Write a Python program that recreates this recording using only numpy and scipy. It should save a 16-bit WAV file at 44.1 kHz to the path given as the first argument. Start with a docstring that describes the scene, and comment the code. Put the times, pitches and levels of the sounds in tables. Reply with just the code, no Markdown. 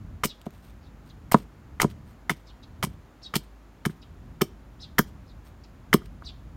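"""Outdoors, one microphone close to a chopping block, where a hatchet shapes an upright billet of wood.
A faint low rumble and hiss lie under it from the start. In each of ten chops the blade bites and the
billet rings, fibres tear along the grain, a splinter snaps off, and the blow thuds into the block.
From the first chop on, a small bird gives short hoarse calls and dry chips rustle on the ground.
The ground throws each chop back at once; the trees answer a little later."""
import sys
import numpy as np
from scipy import signal
from scipy.fft import rfft, irfft
from scipy.io import wavfile
from scipy.ndimage import uniform_filter1d

SR = 44100
rng = np.random.default_rng(int(sys.argv[2]) if len(sys.argv) > 2 else 0)


def file_out(sig):
    """Save sig as 16-bit WAV at sys.argv[1]."""
    # one column per channel
    cols = np.atleast_2d(sig).T
    # limit, then scale
    lim = np.clip(cols, -1, 1)
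    pcm = np.round(lim * 32767).astype(np.int16)
    wavfile.write(sys.argv[1], SR, pcm)


N = 289296

# spectrum of the open air: freq_hz, level_db
AIR_SPECTRUM = [(15, -29), (25, -5), (76, -1.5), (175, -9.5), (249, -12), (439, -23), (734, -24.5),
                (1290, -27.5), (1400, -28.5), (3080, -39.5), (5730, -46), (7110, -44), (7710, -51.5),
                (14800, -51), (16000, -53.5)]
# one row per chop. The bite: start_s, ring_db, place_hz (favoured by the striking place), cut_db;
# the splinter: snap_delay_s, snap_db, snap_length_s, splinter_hz, tilt_db_per_octave;
# the landing: landing_delay_s, jolt_db, jolt_hz, thud_db, thud_hz
CHOPS = [ (0.235, -23.5, 1123, -26, 0.013, -27, 0.00904, 13200, 1, 0.014, -39, 900, -27.5, 215),
         (1.315, -35.5, 2060, -35, .0055, -18, 0.00208, 12600, -3.5, 0.02825, -10, 970, -12.5, 225),
         (1.7991, -20.5, 1953, -32, .0185, -14.5, 0.00216, 5120, -2.5, 0.0444, -25, 900, -18, 192.9),
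         (2.2954, -20.5, 2052, -26.5, .003, -34.5, 0.01773, 3000, -2, 0.00468, -30, 1290, -31, 195),
         (2.8268, -30.5, 1150, -29.5, 0.00575, -29.5, 0.01204, 9700, -2, 0.01057, -30, 1100, -26.5, 155),
         (3.3381, -29.5, 1131, -36, 0.01734, -23.5, 0.009, 4470, -0.93, 0.02053, -36.5, 2300, -24.5, 166.8),
         (3.8520, -28.5, 1600, -33.5, .006, -33.5, 0.0054, 12000, 1, .0095, -37, 1130, -23, 140.2),
         (4.4103, -30, 1620, -36, .004, -22.5, 0.00504, 12600, -1, 0.00633, -29.5, 1188, -19, 361.5),
         (4.9823, -19.5, 1915, -24.5, 0.0072, -11.5, 0.00195, 14450, 0, 0.0084, -18.5, 1674, -18, 209),
         (5.929, -17, 1870, -26.5, 0.00972, -19, 0.00332, 13200, 0.5, 0.01183, -21, 1166, -13.5, 205.5)]
# the billet rebounds, shifts or is set down on the block: start_s, jolt_db, jolt_hz, thud_db, thud_hz
BUMPS = [(.465, -37, 729, -33, 237.6), (1.8285, -28, 1200, -28, 321), (2.312, -42, 1090, -31.5, 163.5),
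         (2.867, -50.5, 866, -35.5, 144), (3.894, -51, 1610, -35.5, 127), (6.0183, -52, 1360, -64, 300),
         (6.221, -46, 1400, -61.5, 303)]
# modes of the billet and of the block: pitch_hz, level_db, t60_s
BILLET_MODES = [(404.2, -6.5, 0.016), (690, -11.5, 0.026), (967.4, -5, 0.022), (1090, -7, 0.025),
                (1240, -0.5, 0.025), (1464.3, -5.5, 0.025), (1602, -9, 0.039), (1753, -0.5, 0.016),
                (1996, 0, 0.017), (2185, -4, 0.017), (2370, -17, 0.018), (3052.6, -9.5, 0.046),
                (3267, -17, 0.022), (3600, -13, 0.039), (4090, -25.5, .035), (4940, -21.5, 0.025)]
BLOCK_MODES = [(151.2, 0, 0.057), (221, -0.5, 0.059), (313.4, -7, 0.06), (384.2, 1.5, 0.041),
               (441.4, 3, 0.015), (585, -11.5, 0.065), (742.1, -14, 0.063), (1020, -22, .03)]
# spectrum of tearing wood fibres: freq_hz, level_db
FIBRE_SPECTRUM = [(300, -13), (900, 2), (1700, -4.5), (2300, 7), (2650, -2.5), (3050, 6), (3800, -2.5),
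                  (5200, 1), (7500, -3), (8800, -0.5), (10400, -4.5), (13500, 0), (16000, -8)]
# the bird's calls: start_s, relative_level_db, length_s
BIRD_CALLS = [(0.257, -44.5, 0.0682), (0.804, -66, 0.079), (1.088, -54.5, 0.01945), (2.454, -56, 0.057),
              (2.625, -51, 0.0156), (3.215, -44.5, 0.0635), (4.014, -52, 0.01865), (4.793, -45.5, 0.064),
              (5.254, -64, 0.074), (5.634, -54, 0.0155), (6.236, -43, 0.0684)]
# contour of one call: share_of_length, pitch_hz, level_db
CALL_SHAPE = [(0, 3150, -17.5), (.12, 3981, -13.5), (.26, 5200, -8), (.42, 4450, -3), (.62, 3875, -4),
              (.8, 3564, 1), (1, 3180, -17)]
# the clearest chips landing and shifting, plus the dry tick as the billet rebounds at 3.894 s: start_s,
# level_db, length_s
CHIPS = [(.413, -55.5, 0.00436), (0.456, -56.5, 0.0076), (.504, -61, 0.0041), (0.522, -68, 0.054),
         (0.619, -66, 0.0587), (.695, -64, 0.0082), (1.046, -69.5, .047), (1.359, -55, .03),
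         (1.895, -57, 0.0164), (2.047, -70, .06), (3.894, -59, 0.0143), (5.441, -64.5, 0.0356),
         (6.056, -56.5, 0.0054)]
# spectrum of dry chips: freq_hz, level_db
CHIP_SPECTRUM = [(300, -18.5), (1500, 2.5), (4000, 0.5), (7500, -7.5), (8900, -1), (10500, -12.5),
                 (13200, -2.5), (15500, -10)]
# spectrum of the echo from the trees: freq_hz, level_db
TREE_SPECTRUM = [(60, -11.5), (150, -4), (400, 0), (900, -20.5), (3500, 1), (7000, -3.5), (15000, -16.5)]

RING_S = np.arange(SR // 5) / SR  # time since a blow


def undb(db):
    """Decibels to gain."""
    return 10 ** (np.asarray(db) / 20)


def unit(x, seconds):
    """Scale to rms 1 over the first seconds."""
    return x / np.sqrt(np.mean(x[:int(seconds * SR) + 1] ** 2))


def add(track, start_s, sound):
    """Mix a sound in at its start time."""
    start = max(int(start_s * SR), 0)
    track[start:start + len(sound)] += sound[:N - start]


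def colour(x, points, tilt_db=0):
    """Causal filter through (freq_hz, level_db) points, tilted by tilt_db per octave."""
    size = 8192
    octave = np.log2(np.maximum(np.arange(size // 2 + 1), 1) * SR / size)
    hz, db = np.transpose(sorted(points))
    curve_db = np.interp(octave, np.log2(hz), db) + tilt_db * (octave - octave.mean())
    cepstrum = irfft(np.log(undb(curve_db)))
    cepstrum[1:size // 2] *= 2  # fold to minimum phase
    cepstrum[size // 2 + 1:] = 0
    return signal.fftconvolve(x, irfft(np.exp(rfft(cepstrum))))[:len(x)]


def low_cut(x, hz, order):
    """Butterworth high-pass."""
    return signal.sosfilt(signal.butter(order, hz, "high", fs=SR, output="sos"), x)


def walk(rate, size):
    """Smooth random wander that changes about rate times a second; spread 1."""
    step = max(int(SR / rate), 1)
    held = np.repeat(rng.standard_normal(size // step + 1), step)
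    return np.sqrt(3 / 2) * uniform_filter1d(held, step)[:size]


def air(level_db=-47.66, drone_hz=52, drone_db=-53):
    """Far off, a rumble and a low drone waver under a steady faint hiss."""
    noise = colour(rng.standard_normal(N), AIR_SPECTRUM)
    noise = unit(low_cut(noise, hz=37.7, order=6), N / SR)
    rumble = signal.sosfiltfilt(signal.butter(2, 250, fs=SR, output="sos"), noise)
    phase = 2 * np.pi * np.cumsum(drone_hz + walk(6.6, N)) / SR
    drone = np.sqrt(2) * np.sin(phase) * undb(2.5 * walk(3.3, N))
    waver = undb(4.0 * walk(4.3, N)) - 1
    return undb(level_db) * (noise + rumble * waver) + undb(drone_db) * drone


def hatchet():
    """Each chop bites, cuts down the grain, snaps off a splinter and drives the billet onto the block."""
    out = np.zeros(N)
    for (start_s, ring_db, place_hz, cut_db, snap_delay_s, snap_db, snap_length_s, splinter_hz, tilt_db,
         landing_delay_s, *impact) in CHOPS:
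        bite = billet(ring_db, contact_hz=3380, place_hz=place_hz)  # the steel edge is a hard contact
        add(out, start_s, bite + cut(cut_db, landing_delay_s))
        add(out, start_s, block(db=-39, place_hz=373))  # the bite already presses on the block
        add(out, start_s + snap_delay_s, splinter(snap_db, snap_length_s, splinter_hz, tilt_db))
        add(out, start_s + landing_delay_s, landing(*impact))
    for start_s, *impact in BUMPS:
        add(out, start_s, landing(*impact))
    return out


def strike(modes, contact_hz, place_hz, place_db, detune=.008, scatter_db=1.2):
    """Struck wood: modes above contact_hz stay quiet; the striking place lifts those near place_hz."""
    hz, db, t60 = np.transpose(modes)
    chance = rng.standard_normal((len(hz), 2))  # no two blows ring quite alike
    hz = hz * (1 + detune * chance[:, 0])
    lift_db = place_db * np.exp(-(np.log2(hz / place_hz) / 0.2) ** 2)
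    gain = undb(db + scatter_db * chance[:, 1] + lift_db) / np.hypot(1, (hz / contact_hz) ** 4)
    # neighbouring modes start in opposite directions, so the sound swells as the wave crosses the wood
    gain *= (-1) ** np.arange(len(hz))
    decay = np.exp(-np.log(1000) * np.outer(1 / t60, RING_S))
    return gain @ (np.sin(2 * np.pi * np.outer(hz, RING_S)) * decay)


def billet(db, contact_hz, place_hz):
    """The held piece rings briefly."""
    ring = strike(BILLET_MODES, contact_hz, place_hz, place_db=7.5)
    ring *= 1 - np.exp(-RING_S * contact_hz / .7)  # a soft contact takes longer to build
    return undb(db) * unit(ring, 0.011)


def crackle(length_s, release_s, spread_db):
    """Dense tiny snaps of uneven size that last a while and die away."""
    snaps = rng.standard_normal(len(RING_S)) * undb(spread_db * walk(3000, len(RING_S)))
    return snaps * np.exp(-np.maximum(RING_S - length_s, 0) / release_s)


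def cut(db, travel_s, release_s=.004):
    """The edge crunches in, then fibres tear along the grain for part of its way down."""
    length_s = .75 * travel_s
    entry = undb(1.5 * np.exp(-RING_S / .003))  # loudest as the edge breaks the surface
    snaps = crackle(length_s, release_s, spread_db=5.5) * entry
    return undb(db) * unit(colour(snaps, FIBRE_SPECTRUM, tilt_db=-3.5), length_s + release_s)


def block(db, place_hz):
    """The blow carries through into the heavy block, which is too small to radiate deep bass."""
    ring = strike(BLOCK_MODES, contact_hz=2.4 * place_hz, place_hz=place_hz, place_db=5.5)
    return undb(db) * unit(low_cut(ring, hz=75, order=2), 0.021)


def splinter(db, length_s, splinter_hz, tilt_db):
    """A splinter peels off; its resonance colours the crackle, most of all in a short snap."""
    snaps = crackle(length_s, release_s=0.34 * length_s, spread_db=8.5)
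    snaps = colour(snaps, FIBRE_SPECTRUM, tilt_db)
    ring = signal.lfilter(*signal.iirpeak(splinter_hz, Q=2.6, fs=SR), snaps)
    ring_gain = 0.49 + 1.7 * np.exp(-length_s / 0.0018)
    return undb(db) * unit(snaps + ring_gain * ring, 1.1 * length_s)


def landing(jolt_db, jolt_hz, thud_db, thud_hz, crush_s=.0015):
    """Billet meets block: both ring, and a little end grain is crushed."""
    snaps = crackle(crush_s, release_s=0.0005, spread_db=3.5)
    crush = undb(jolt_db - 15.5) * unit(colour(snaps, FIBRE_SPECTRUM, tilt_db=-3), crush_s)
    jolt = billet(jolt_db, contact_hz=0.874 * jolt_hz, place_hz=jolt_hz)
    return jolt + block(thud_db, thud_hz) + crush


def bird():
    """Each chirp flicks up and slides down; uneven flutter in the throat spreads a rasp around it."""
    out = np.zeros(N)
    share, shape_hz, shape_db = np.transpose(CALL_SHAPE)
    for start_s, db, length_s in BIRD_CALLS:
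        hoarse = 1.1 * np.exp(-length_s / .12)  # the shorter the call, the hoarser
        size = int(length_s * SR)
        along = np.linspace(0, 1, size)
        hz = np.interp(along, share, shape_hz) * (1 + .13 * hoarse * walk(1200, size))
        phase = 2 * np.pi * np.cumsum(hz) / SR
        whistle = np.sin(phase) * (1 + 0.8 * walk(500, size)) + 0.098 * np.sin(2 * phase)
        rasp = 0.75 * walk(1500, size) * np.sin(1.27 * phase)
        rasp += 0.37 * walk(900, size) * np.sin(.82 * phase)
        envelope = undb(np.interp(along, share, shape_db))
        add(out, start_s, undb(db) * unit((whistle + hoarse * rasp) * envelope, length_s))
    return out


def chip(db, length_s):
    """A loose dry chip ticks or rustles."""
    swell = 1 - np.exp(-RING_S / (0.136 * length_s))
    snaps = crackle(length_s, release_s=0.565 * length_s, spread_db=6.0)
    return undb(db) * unit(colour(swell * snaps, CHIP_SPECTRUM), 1.95 * length_s)


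def chips(crumbs_per_chop=3):
    """A few chips land clearly, a dry tick comes with one rebound of the billet, and every chop scatters crumbs
    that fall soon after it."""
    out = np.zeros(N)
    for start_s, db, length_s in CHIPS:
        add(out, start_s, chip(db, length_s))
    for start_s, *_ in CHOPS:
        for flight_s in rng.uniform(0.029, 0.11, size=crumbs_per_chop):
            add(out, start_s + flight_s, chip(db=rng.normal(-72, 2.5), length_s=.014))
    return out


def echo(x, t60_s, build_s, spectrum):
    """Diffuse reflections build up at the microphone and fade."""
    t = np.arange(SR) / SR
    swell = 1 - np.exp(-(t / build_s) ** 2)
    tail = rng.standard_normal(SR) * np.exp(-np.log(1000) * t / t60_s) * swell
    return signal.fftconvolve(x, colour(tail / np.linalg.norm(tail), spectrum))[:N]


def scene():
    """At the microphone: the ground scatters each chop, leaves blur the bird, trees answer both."""
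    wood = hatchet() + chips()
    calls = bird()
    ground = echo(wood, t60_s=0.086, build_s=0.0023,
                  spectrum=[(150, -16), (600, -18), (1500, -19), (3500, -10.5), (8000, -9.5),
                            (15000, -13.5)])
    leaves = echo(calls, t60_s=0.07, build_s=0.00061, spectrum=[(2000, -4), (8000, -7)])
    trees = echo(undb(-26) * wood + undb(-16.5) * calls, t60_s=0.31, build_s=.02, spectrum=TREE_SPECTRUM)
    return (wood + undb(-9) * calls + ground + leaves + trees + air())[None]


def record(dry):
    """The recorder clips peaks at full scale and cuts the top above 15.9 kHz."""
    top_cut = signal.ellip(10, .2, 70, 15900, fs=SR, output="sos")
    return signal.sosfilt(top_cut, np.clip(dry, -1, 1))


dry = scene()
out = record(dry)
file_out(out)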